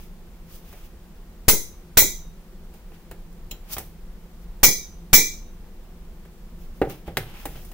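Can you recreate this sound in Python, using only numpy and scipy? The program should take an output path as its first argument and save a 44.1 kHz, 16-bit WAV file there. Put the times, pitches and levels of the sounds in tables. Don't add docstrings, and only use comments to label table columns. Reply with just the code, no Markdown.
import sys
import numpy as np
from scipy import signal
from scipy.fft import rfft, irfft, next_fast_len
from scipy.io import wavfile

SR = 44100
rng = np.random.default_rng(int(sys.argv[2]) if len(sys.argv) > 2 else 0)


def master(y):
    cut = np.clip(np.atleast_2d(y).T, -1, 1)
    pcm = np.round(cut * 32767)
    wavfile.write(sys.argv[1], SR, pcm.astype(np.int16))


N = 340893

# (frequency [Hz], relative spectral level [dB])
ROOM_SPECTRUM = [(12, -28.5), (20, 7.5), (32, 0), (91, -15), (107, -25.5), (170, -16), (229, -16.5),
                 (263, -28.5), (354, -24), (546, -33), (680, -30.5), (1330, -36), (4000, -43),
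                 (9000, -47.5), (16000, -45.5)]
# (centre [Hz], width [Hz], height [dB])
HUM_PEAKS = [(41, 6.8, 5), (169.6, 16, 9.5), (351, 37, 5), (504, 73, 7)]
# (peak time [s], hold [s], level [dB], rise [dB/s], fall [dB/s], tub body over surface [dB])
RUB_STROKES = [(0.0, 0.043, -52, 910, 350, -6), (0.5, .015, -55, 600, 204, -5),
               (0.548, .004, -45, 300, 350, -18), (0.69, .17, -53.5, 200, 450, -4),
               (2.74, 0.027, -59, 1500, 300, -6), (2.942, .005, -57.5, 900, 252, 2),
               (3.736, 0.0017, -28, 550, 800, -30), (3.7, 0.033, -56.5, 300, 300, 6),
               (3.8, .01, -44, 900, 250, -8), (4.215, .05, -75, 900, 250, -13),
               (4.424, .015, -61, 300, 450, -13), (6.624, 0.0048, -56, 250, 200, -8),
               (6.745, 0.15, -61, 700, 400, -10), (6.9, .005, -45, 1504.5, 232, 0),
               (7.07, 0.012, -56.5, 1500, 504, 8), (7.21, 0.0092, -69, 902, 200, 12),
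               (7.28, 0.043, -64.5, 150, 197, 13), (7.35, 0.017, -61, 300, 499, 7),
               (7.4, 0.029, -51, 300, 300, -2), (7.48, 0.015, -53, 900, 200, -4),
               (7.565, 0.0071, -49, 200, 250, -1), (7.62, 0.072, -54, 200, 248, -10)]
# (frequency [Hz], relative spectral level [dB])
FRICTION_SPECTRUM = [(1470, -39), (2500, -19), (3600, -10.5), (4310, -13.5), (4950, -8), (6760, -9.5),
                     (7360, -15), (16000, -5.5)]
# (time [s], body [dB], counter boom [dB], click [dB], contact cutoff [Hz],
# decay time factor [1])
TUB_KNOCKS = [(0.728, -41, -56, -46, 2520, 0.97), (2.739, -46.5, -80, -50, 1470, 0.66),
              (2.919, -44.5, -61, -74, 2000, 0.67), (3.113, -31.5, -47.5, -39.5, 1820, 0.58),
              (3.328, -69, -70, -53, 1470, .5), (3.513, -40.5, -64, -55, 2030, 1.7),
              (3.767, -26.5, -43, -37, 2900, 0.56), (3.782, -25.5, -54, -23, 2200, 0.83),
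              (6.252, -42.5, -53, -55, 1760, 0.43), (6.816, -8, -31.5, -40, 903, 0.49),
              (6.849, -29.5, -43, -53, 1010, 1.7), (6.898, -43, -60, -38, 1000, 1.2),
              (7.078, -25, -35, -55, 890, 0.74), (7.170, -12, -29, -20, 3600, 0.36),
              (7.455, -22.5, -38, -26.5, 1880, 0.57), (7.556, -36.5, -44.5, -69, 2500, 0.81),
              (7.65, -48, -56, -41, 2000, 0.55), (7.716, -41, -60, -43, 2500, 0.68)]
# (time [s], spoon [dB], upper bowl mode [dB], pan wall [dB],
# pan rim [dB], left bias jolt [1], right bias jolt [1])
RIM_RAPS = [(1.4815, -27, -34.5, -15, -19, 0.8, 0.24), (1.971, -21, -31, -12, -13.5, 0.05, 0.42),
            (4.631, -21.5, -18, -6.5, -15.5, 0.23, 0.57), (5.13, -18, -12, -6, -11.5, 0.39, 0.63)]

# (centre [Hz], width [Hz], relative level [dB], nominal t60 [s])
TUB_MODES = [(433, 360, 5, 0.19), (784, 200, 0.5, 0.17), (1270, 200, -11, 0.17), (2050, 1640, 0, 0.22),
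             (2665, 950, 1.5, 0.046), (4540, 6300, 12, 0.091)]
COUNTER_MODES = [(59, 25, 6.5, 0.2), (129, 74, 1, 0.46)]
SPOON_BOWL_MODES = [(2020, 110, 0, .33), (2170, 460, 1, .31)]
UPPER_BOWL_MODES = [(2322, 75, 0, .37)]
SPOON_NECK_MODES = [(3385, 170, -8, .38), (4020, 440, -1.5, 0.38)]
SPOON_LONE_MODES = [(3768, 15, -12, .52), (5822, 30, -4, .3), (6100, 30, -2, .4), (6176, 25, -5, .37),
                    (6650, 50, -8, .35), (7320, 35, -8, .3), (8120, 35, -9, .25), (10160, 35, -11, .24)]
PAN_WALL_MODES = [(5080, 1000, -12, 0.41), (5610, 440, -3, 0.15), (6100, 680, -5.5, 0.44)]
PAN_RIM_MODES = [(6880, 890, -3.5, 0.37), (7380, 790, -3, .34), (8230, 380, -7.5, .3)]
PAN_EDGE_MODES = [(13400, 1200, -7, .22), (14600, 1300, -3, .2), (15500, 600, -3, .21)]
SHIMMER_MODES = [(9680, 1600, -3.5, 0.3), (11300, 1500, 2, 0.27)]
THUD_MODES = [(91, 130, -1, 0.1), (302, 280, -2.5, 0.32), (468, 240, -1.5, 0.24), (877, 310, -1.5, 0.13),
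              (1550, 240, 2, 0.042)]
CLINK_MODES = [(2820, 970, 4.5, 0.055), (3200, 260, -9, 0.16), (4010, 680, 3, 0.055), (3940, 140, -11, 0.2),
               (5670, 1100, -2.5, 0.068), (7150, 860, 1.5, 0.077), (9600, 4000, -5, 0.046),
               (12000, 1600, 0, 0.08), (15400, 900, -2, 0.1)]

# (frequency [Hz], correlation [1])
COHERENCE = [(60, 0.98), (380, 0.97), (950, 0.82), (2400, 0.033), (6000, 0.02), (15000, 0.022)]
# (frequency [Hz], t60 [s])
REVERB_TIMES = [(100, 0.35), (500, .33), (2000, 0.26), (8000, .3), (16000, 0.39)]


def amp(db):
    return 10 ** (np.asarray(db) / 20)


def unit_rms(x):
    return x / np.sqrt(np.mean(x ** 2) + 1e-20)


def at_hz(points, hz):
    frequencies, values = np.array(points).T
    return np.interp(np.log(np.maximum(hz, 1)), np.log(frequencies), values)


def decay(t, t60):
    return np.exp(-np.log(1000) * t / np.maximum(t60, 1e-3))


def add(out, start_s, sound):
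    i = round(start_s * SR)
    out[..., i:i + sound.shape[-1]] += sound[..., :N - i]


def stereo_noise(size, gain):
    padded = next_fast_len(size, True)
    hz = np.arange(padded // 2 + 1) * SR / padded
    mid, side = rfft(rng.standard_normal((2, padded)))
    alike = at_hz(COHERENCE, hz)
    spectrum = np.sqrt(1 + alike) * mid + np.sqrt(1 - alike) * side * [[1], [-1]]
    return irfft(gain(hz) * spectrum, padded)[:, :size]


def mid_side(pair, side_db):
    return pair[0] + amp(side_db) * pair[1] * [[1], [-1]]


def drift(corner_hz, steps_per_s=40):
    steps = rng.standard_normal(int(N / SR * steps_per_s) + 2)
    pole = np.exp(-2 * np.pi * corner_hz / steps_per_s)
    wander = unit_rms(signal.lfilter([1], [1, -pole], steps))
    return np.interp(np.arange(N) / SR * steps_per_s, np.arange(len(steps)), wander)


def ring(clusters, t, channels=2, t60_factor=0.75, uneven_db=0, spacing_hz=44.43):
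    hz, out = np.arange(len(t) // 2 + 1) * SR / len(t), 0
    excitation = amp(uneven_db * np.interp(hz / spacing_hz, np.arange(1200), rng.standard_normal(1200)))
    for centre_hz, width_hz, db, t60 in clusters:
        real, imaginary = rng.standard_normal((2, channels, len(hz)))
        spectrum = (real + 1j * imaginary) * excitation / (1 + (2 * (hz - centre_hz) / width_hz) ** 4)
        out = out + amp(db) * unit_rms(irfft(spectrum, len(t))) * decay(t, t60 * t60_factor)
    return out


def room_noise():
    def colour(hz):
        hum_db = sum(db / (1 + (2 * (hz - centre) / width) ** 2) for centre, width, db in HUM_PEAKS)
        return amp(at_hz(ROOM_SPECTRUM, hz) + hum_db)
    air = amp(-40) * unit_rms(stereo_noise(N, colour))
    bass = signal.sosfilt(signal.butter(1, 300, fs=SR, output="sos"), air)
    return air + (amp(drift(corner_hz=1.5)) - 1) * bass


def tub_rubs():
    def tub_response(hz):
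        return sum(amp(db) * (centre / width) ** .5 / (1 + ((hz - centre) / width) ** 2)
                   for centre, width, db, _ in TUB_MODES[1:-1])
    t = np.arange(N) / SR
    grains = amp(2.5 * np.minimum(rng.exponential(1, N), 5)) * amp(1.5 * drift(corner_hz=15))
    bright = unit_rms(stereo_noise(N, lambda hz: amp(at_hz(FRICTION_SPECTRUM, hz))))
    dull = unit_rms(stereo_noise(N, tub_response))
    surface, body = np.zeros((2, N))
    for peak_s, hold_s, db, rise, fall, body_db in RUB_STROKES:
        stroke = amp(db - rise * np.maximum(peak_s - t, 0) - fall * np.maximum(t - peak_s - hold_s, 0))
        surface += stroke
        body += stroke * amp(body_db)
    return (surface * bright + body * dull) * unit_rms(grains)


def tub_knocks():
    out, t = np.zeros((2, N)), np.arange(SR // 4) / SR
    for start_s, body_db, boom_db, click_db, contact_hz, t60_factor in TUB_KNOCKS:
        body = ring(TUB_MODES, t, channels=1, t60_factor=t60_factor)[0] * (1 - decay(t, 6 / contact_hz))
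        body = signal.sosfilt(signal.butter(2, contact_hz, fs=SR, output="sos"), body)
        crack_hz = 0.44 * contact_hz
        crack = np.sin(2 * np.pi * crack_hz * t) * decay(t, 4.24 / crack_hz)
        crack *= 1 - decay(t, 2.4 / crack_hz)
        plastic = body / np.abs(body).max() + amp(-1) * crack / np.abs(crack).max()
        boom = ring(COUNTER_MODES, t, channels=1)[0] * (1 - decay(t, 0.0099))
        click = np.diff(rng.standard_normal((2, len(t) + 1)))
        click *= decay(t, 0.0015) + amp(-4.5) * decay(t, 0.068)
        add(out, start_s, amp(body_db) * plastic + amp(boom_db) * boom + amp(click_db) * click)
    return out


def rim_raps(thud_db=-19.5, bounce_s=.05, bounce_db=-4):
    out, t = np.zeros((2, N)), np.arange(SR // 2) / SR
    for start_s, spoon_db, upper_db, wall_db, rim_db, *_ in RIM_RAPS:
        parts = ((SPOON_BOWL_MODES, spoon_db), (UPPER_BOWL_MODES, upper_db),
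                 (SPOON_NECK_MODES, spoon_db + 1), (SPOON_LONE_MODES, spoon_db + 1.5),
                 (PAN_WALL_MODES, wall_db), (PAN_RIM_MODES, rim_db),
                 (PAN_EDGE_MODES, rim_db + 8.5), (SHIMMER_MODES, -16))
        metal = sum(amp(db) * ring(modes, t, t60_factor=0.91, uneven_db=3.5) for modes, db in parts)
        metal *= 1 - decay(t, 0.057)
        chatter = amp(-1) * rng.standard_normal((2, len(t))) * decay(t, 0.096)
        add(out, start_s, mid_side(metal + chatter, side_db=-2) * (1 - decay(t, 0.02)))
        add(out, start_s, amp(thud_db) * pan_thud(t))
        bounce = signal.lfilter([.07], [1, -.93], pan_thud(t))
        add(out, start_s + bounce_s, amp(thud_db + bounce_db) * bounce)
    return out


def pan_thud(t):
    return mid_side(ring(THUD_MODES, t), side_db=-14.5)


def bias_jolts():
    out, t = np.zeros((2, N)), np.arange(SR // 2) / SR
    dip = 1.2 * decay(t, .07) * (1 - decay(t, .004))
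    overshoot = .5 * decay(t, .36) * (1 - decay(t, .07))
    for start_s, *_, left, right in RIM_RAPS:
        add(out, start_s, np.outer([left, right], overshoot - dip))
    return out


def spoon_clink():
    out, t = np.zeros((2, N)), np.arange(SR // 2) / SR
    add(out, start_s=3.510, sound=amp(-31.5) * ring(CLINK_MODES, t) * (1 - decay(t, 0.018)))
    return out


def kitchen_reverb(x, gap_s=.003):
    t, echo = np.arange(SR // 2) / SR, 0
    for centre_hz in 90 * 2. ** np.arange(8):
        band = stereo_noise(len(t), lambda hz: np.exp(-2 * np.log2(np.maximum(hz, 1) / centre_hz) ** 2))
        echo = echo + band * decay(t, at_hz(REVERB_TIMES, centre_hz))
    echo *= np.clip((t - gap_s) / 0.00069, 0, 1)
    return signal.fftconvolve(x, echo / np.sqrt(np.sum(echo ** 2) / 2), axes=1)[:, :N]


def scene(port_lag_s=7e-5):
    steel = rim_raps() + spoon_clink()
    tub = tub_knocks() * amp([[-.4], [.4]]) + tub_rubs()
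    around = tub + kitchen_reverb(amp(-16.5) * steel + amp(-11.5) * tub) + room_noise()
    around[1] = np.roll(around[1], round(port_lag_s * SR))
    return amp(-3) * steel + around + bias_jolts()


def record(dry, port_hz=15100, port_width_hz=1100, cutoff_hz=15780):
    radius, angle = np.exp(-np.pi * port_width_hz / SR), 2 * np.pi * port_hz / SR
    feedback = [1, -2 * radius * np.cos(angle), radius ** 2]
    resonance = signal.lfilter((1 - radius ** 2) / 2 * np.array([1, 0, -1]), feedback, dry)
    saturated = 1.302 * np.tanh((dry + amp(-4) * resonance) / 1.308)
    low_pass = signal.ellip(12, .5, 60, cutoff_hz, fs=SR, output="sos")
    return np.clip(signal.sosfilt(low_pass, saturated), -1, 1)


dry = scene()
out = record(dry)
master(out)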